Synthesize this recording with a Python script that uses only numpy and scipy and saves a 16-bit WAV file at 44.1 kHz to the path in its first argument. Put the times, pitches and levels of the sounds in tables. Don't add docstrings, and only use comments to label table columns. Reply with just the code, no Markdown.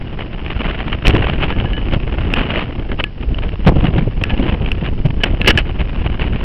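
import sys
import numpy as np
from scipy.fft import rfft, irfft, next_fast_len
from scipy.io import wavfile
from scipy.ndimage import map_coordinates

SR = 44100
rng = np.random.default_rng(int(sys.argv[2]) if len(sys.argv) > 2 else 0)


def generate_wav(signal):
    frames = np.transpose(np.atleast_2d(signal))
    scaled = np.clip(frames, -1, 1) * 32767
    pcm = np.round(scaled).astype(np.int16)
    wavfile.write(sys.argv[1], SR, pcm)


N = 284003


def amp(db):
    return 10 ** (np.asarray(db) / 20)


def unit(x):
    return x / np.sqrt(np.mean(x ** 2) + 1e-20)


def clock():
    return np.arange(N) / SR


def along(points, hz):
    point_hz, value = np.transpose(points)
    return np.interp(np.log(hz + 1), np.log(point_hz + 1), value)


def curves(rows):
    times, *columns = np.transpose(rows)
    return [np.interp(clock(), times, column) for column in columns]


def wobble(rate):
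    knots = rng.standard_normal(4096)
    bound = 1.4
    curve = map_coordinates(knots, [clock() * rate + 2], mode="wrap")
    return bound * np.tanh(curve / bound)


def filtered(x, gain):
    size = next_fast_len(N + SR // 2)
    hz = np.fft.rfftfreq(size, 1 / SR)
    return irfft(rfft(x, size) * gain(hz), size)[:N]


def noise(spectrum):
    return unit(filtered(rng.standard_normal(N), lambda hz: amp(along(spectrum, hz))))


def add(track, s, sound):
    start = round(s * SR)
    part = sound[max(-start, 0):max(N - start, 0)]
    track[max(start, 0):][:len(part)] += part


def bell(t, length):
    rise = .42
    from_top = t / length + .5 - rise
    side_width = np.where(from_top < 0, rise, 1 - rise)
    return 2 ** (-.5 * (from_top / side_width) ** 2)


def bursts(rows, stretch):
    envelope, t = np.zeros(N), np.arange(-SR // 4, SR // 4) / SR
    for s, db, length in rows:
        add(envelope, s + t[0], amp(db) * bell(t, length * stretch))
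    return envelope


def chance_events(per_s, level_db, spread_db, typical, octaves):
    s = np.cumsum(rng.exponential(size=256)) / per_s
    scatter = np.clip(rng.standard_normal((len(s), 2)), -2, 2)
    db = np.interp(s, clock(), level_db) + spread_db * scatter[:, 0]
    size = typical * 2 ** (octaves * scatter[:, 1])
    return np.column_stack([s, db, size])[s < N / SR]


# (frequency [Hz], relative density [dB per Hz])
BUFFET_SPECTRUM = [(8, -6.5), (25, 0.5), (55, -1.5), (100, -9.5), (200, -17.5), (380, -27), (700, -42.5),
                   (1500, -90.5), (5000, -120)]


def buffet(pressure_db, flutter):
    return amp(pressure_db + 2.5) * unit(noise(BUFFET_SPECTRUM) * amp(3.7 * flutter))


EDDY_S = 0.0088
# (frequency [Hz], relative density [dB per Hz])
WAKE_SPECTRUM = [(30, -14.5), (110, -2), (200, -2.5), (320, -6), (500, -13), (800, -19), (1500, -38.5),
                 (5000, -120)]


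def wake(churn_db, flutter, eddy_rows):
    breakup_rows = [(s, db, EDDY_S) for s, db, hz in eddy_rows]
    breakup = amp(-5.0) * bursts(breakup_rows, stretch=0.9)
    churning = amp(churn_db) * unit(amp(5.9 * flutter))
    return np.hypot(churning, breakup) * noise(WAKE_SPECTRUM)


SPITS_PER_S, SPIT_OVER_FLOW_DB, SPIT_SPREAD_DB = 20, 7.5, 2
SPIT_S, SPIT_SPREAD_OCTAVES = .0045, 0.5
HISS_LIMIT_DB = -11.5
# (time [s], relative level [dB])
FLOW = [(0.0, -38.5), (0.37, -40.5), (0.67, -26.5), (1.0, -33.5), (1.22, -25), (1.6, -32.5), (2.1, -35.5),
        (2.45, -30), (2.72, -39), (2.85, -38.0), (3.12, -44.5), (3.6, -39.5), (3.87, -31), (4.15, -39.5),
        (4.45, -31), (5.17, -45.5), (5.28, -34.5), (5.98, -35), (6.44, -31.0)]
# (time [s], relative level [dB], length before stretching [s])
STRONG_SPITS = [(0.206, -27, 0.028), (0.464, -23.5, 0.0045), (0.506, -23, 0.0067), (0.617, -20, 0.0036),
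                (0.79, -20.5, 0.0043), (0.932, -22.5, 0.01), (1.057, -19, 0.013), (1.1, -16.5, 0.019),
                (1.164, -14.5, 0.0079), (1.226, -12.5, 0.0088), (1.272, -16.5, 0.0053),
                (1.298, -13, 0.0042), (1.431, -20, 0.025), (1.504, -20.5, 0.015), (1.94, -17, 0.016),
                (2.185, -17, 0.0036), (2.395, -21, 0.065), (2.503, -19.5, 0.025), (2.58, -21.5, 0.089),
                (2.921, -24, 0.0078), (2.998, -17, 0.016), (3.232, -26.5, 0.0082), (3.388, -22.5, 0.0057),
                (3.431, -25.5, 0.013), (3.492, -22.5, 0.0031), (3.674, -4, 0.011), (3.857, -23, 0.024),
                (3.985, -21.5, 0.015), (4.308, -21, 0.016), (4.486, -26, 0.031), (4.662, -17.5, 0.004),
                (4.855, -25, 0.038), (5.059, -28.5, 0.015), (5.106, -26, 0.0054), (5.255, -27, 0.039),
                (5.802, -24.5, 0.02), (6.067, -26.5, 0.013), (6.23, -26.5, 0.045)]
# (frequency [Hz], relative density [dB per Hz])
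TURBULENCE_SPECTRUM = [(40, -14), (130, 3.5), (300, 3), (600, 2), (1200, -1), (1900, -2), (2500, -0.5),
                       (2950, 2), (3400, -10), (4000, -20), (5000, -33), (5700, -41.5), (6300, -64.5),
                       (9000, -120)]


def turbulence(flutter):
    flow_db, = curves(FLOW)
    lesser_spits = chance_events(SPITS_PER_S, flow_db + SPIT_OVER_FLOW_DB, SPIT_SPREAD_DB,
                                 SPIT_S, SPIT_SPREAD_OCTAVES)
    steady = amp(flow_db + 1.74) * unit(amp(4.55 * flutter + 1.4 * wobble(22)))
    strong_flares = amp(4.0) * bursts(STRONG_SPITS, stretch=0.72)
    lesser_flares = bursts(lesser_spits, stretch=0.65)
    flares = np.hypot(strong_flares, lesser_flares)
    grain = unit(amp(6.2 * wobble(330)))
    limit = amp(HISS_LIMIT_DB)
    envelope = limit * np.tanh(np.hypot(steady, flares) * grain / limit)
    return envelope * noise(TURBULENCE_SPECTRUM)


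def eddies(rows, level_db):
    pressure, t = np.zeros(N), np.arange(-SR // 20, SR // 20) / SR
    phases = rng.uniform(0, 2 * np.pi, size=512)
    for (s, db, hz), phase in zip(rows, phases):
        swing = np.cos(2 * np.pi * hz * t + phase)
        add(pressure, s + t[0], amp(db + level_db) * bell(t, EDDY_S) * swing)
    return pressure


EDDIES_PER_S, EDDY_OVER_WAKE_DB, EDDY_SPREAD_DB = 14, 2, 2.5
EDDY_HZ, EDDY_SPREAD_OCTAVES = 114, .5
# (time [s], slow pressure [relative dB], churning of the wake [relative dB])
RUMBLE = [(0.0, -30, -30), (0.36, -24.5, -31), (0.72, -20.5, -25), (1.0, -23.5, -28), (1.12, -14, -18),
          (1.55, -18.5, -26.5), (2.1, -20.0, -26), (2.58, -21, -21.5), (2.72, -26, -29), (2.98, -20.5, -26),
          (3.13, -28.5, -42.5), (3.26, -18.0, -30.5), (3.62, -22, -31.5), (3.74, -10, -22),
          (3.95, -16, -19.5), (4.12, -20, -32.5), (4.42, -20, -19.5), (4.75, -19.5, -29),
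          (5.17, -20, -31.5), (5.3, -19, -23.5), (6.1, -17.0, -31.5), (6.44, -21, -25)]
# (time [s], relative level [dB], frequency [Hz])
STRONG_EDDIES = [(1.082, 11.5, 45), (1.097, -6.5, 90), (1.143, -7, 108), (1.648, -9.5, 103),
                 (1.938, -12, 68), (1.968, -11, 110), (3.674, 10, 173), (3.691, 14, 46), (3.72, -4, 47),
                 (3.768, -7, 130), (3.848, -4, 130), (3.988, -3, 148), (4.078, -9, 114),
                 (4.221, -12.5, 103), (4.544, -14, 160), (4.612, -12.5, 91), (4.827, -14, 153),
                 (5.058, -5, 144), (5.105, -15.5, 152), (5.492, -2.5, 61), (6.062, -13.5, 90)]


def wind():
    pressure_db, churn_db = curves(RUMBLE)
    lesser_eddies = chance_events(EDDIES_PER_S, churn_db + EDDY_OVER_WAKE_DB, EDDY_SPREAD_DB,
                                  EDDY_HZ, EDDY_SPREAD_OCTAVES)
    eddy_rows = [*STRONG_EDDIES, *lesser_eddies]
    flutter = wobble(80)
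    low = buffet(pressure_db, flutter) + wake(churn_db, flutter, eddy_rows)
    return low + turbulence(flutter) + eddies(eddy_rows, level_db=2.1)


# (frequency [Hz], relative density [dB per Hz])
FLOOR_SPECTRUM = [(20, 1), (50, -12), (100, -9), (190, -21.5), (350, -25), (600, -33.5), (1500, -45),
                  (3000, -42), (3800, -49), (5200, -49), (5700, -58), (6400, -98.5), (9000, -120)]


def steady_floor():
    return amp(-28.0 + 0.94 * wobble(8)) * noise(FLOOR_SPECTRUM)


TICK_HZ, TICK_SAG_HZ_PER_DB = 2575, 13.5
# (time [s], tick [relative dB], metal ring [relative dB], ring brightness [dB per octave])
CONTACTS = [(1.069, 3.5, -53, -1), (1.08, 8.5, -43, -1), (1.525, -19.5, -32.5, -3), (1.6, -10.5, -46, -2),
            (1.656, -28, -31.5, -5), (1.733, -16.5, -30.5, 4), (1.767, -22, -31, 4.5),
            (2.338, -3.5, -34, -6), (2.893, -38, -40, -12), (3.04, -5.5, -29.5, -13),
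            (3.345, -19.5, -47, -3), (4.238, -4, -30, -17), (4.298, -17, -26, -4.5),
            (4.717, -8.5, -44, -11), (5.21, -29, -32.5, -2.5), (5.235, -1.5, -43.5, -6),
            (5.415, -4, -35.5, -9), (5.446, -12.5, -26, -5), (5.461, -6, -28.5, -7),
            (5.503, -2.5, -3, -4.5), (5.575, 0, -7, -3), (5.587, -3.5, -44, 0)]
# (frequency [Hz], relative level [dB], undamped 60 dB decay time [s])
METAL_MODES = [(1697, -3.5, 0.15), (2960, -6.5, 0.22)]
# (frequency [Hz], relative density [dB per Hz])
SCRAPE_SPECTRUM = [(100, -1), (400, 4), (1000, -8.5), (1750, 0), (2200, -1), (2900, 3.5), (3700, -14),
                   (5200, -30), (6500, -51), (9000, -120)]


def hardware(tick_t60, tick_db, crack_db, crack_t60, ring_db):
    out, cracks, t = np.zeros(N), np.zeros(N), np.arange(SR // 4) / SR
    onset = 1 - np.exp(-t / 0.00044)
    lowest_hz = METAL_MODES[0][0]
    for s, db, metal_db, bright_db in CONTACTS:
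        hz = TICK_HZ - TICK_SAG_HZ_PER_DB * db
        tick_decay = amp(db + tick_db - 60 * t / tick_t60)
        add(out, s, onset * np.sin(2 * np.pi * hz * t) * tick_decay)
        add(cracks, s, onset * amp(db + crack_db - 60 * t / crack_t60))
        damping = 1 + 6 * amp(metal_db)
        for mode_hz, mode_db, t60 in METAL_MODES:
            tilt_db = bright_db * np.log2(mode_hz / lowest_hz)
            level_db = metal_db + ring_db + mode_db + tilt_db
            ring_decay = amp(level_db - 60 * t * damping / t60)
            add(out, s, onset * ring_decay * np.sin(2 * np.pi * mode_hz * t))
    return out + cracks * noise(SCRAPE_SPECTRUM)


# (time [s], relative level [dB], length before stretching [s])
STRAP_DRAGS = [(5.240, -6.5, 0.0055), (5.477, -1, 0.0032), (5.484, -0.5, 0.014), (5.507, -7.5, 0.011),
               (5.590, -14.5, 0.02)]


def strap():
    rough = unit(noise(SCRAPE_SPECTRUM) * amp(1.8 * wobble(450)))
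    return amp(-0.5) * bursts(STRAP_DRAGS, stretch=0.84) * rough


def scene():
    knocks = hardware(tick_t60=0.0085, tick_db=5.5, crack_db=-0.5, crack_t60=0.013, ring_db=8.5)
    return (wind() + steady_floor() + knocks + strap())[None]


TOP_HZ = 16450
# (frequency [Hz], gain [dB])
DULL_TREBLE = [(5500, -0.5), (6200, -12), (8500, -7.5), (15000, -7), (16400, -14.5)]


def record(dry):
    ceiling = .71
    clipped = np.clip(dry[0], -ceiling, ceiling)
    return filtered(clipped, lambda hz: amp(along(DULL_TREBLE, hz)) * (hz < TOP_HZ))[None]


dry = scene()
out = record(dry)
generate_wav(out)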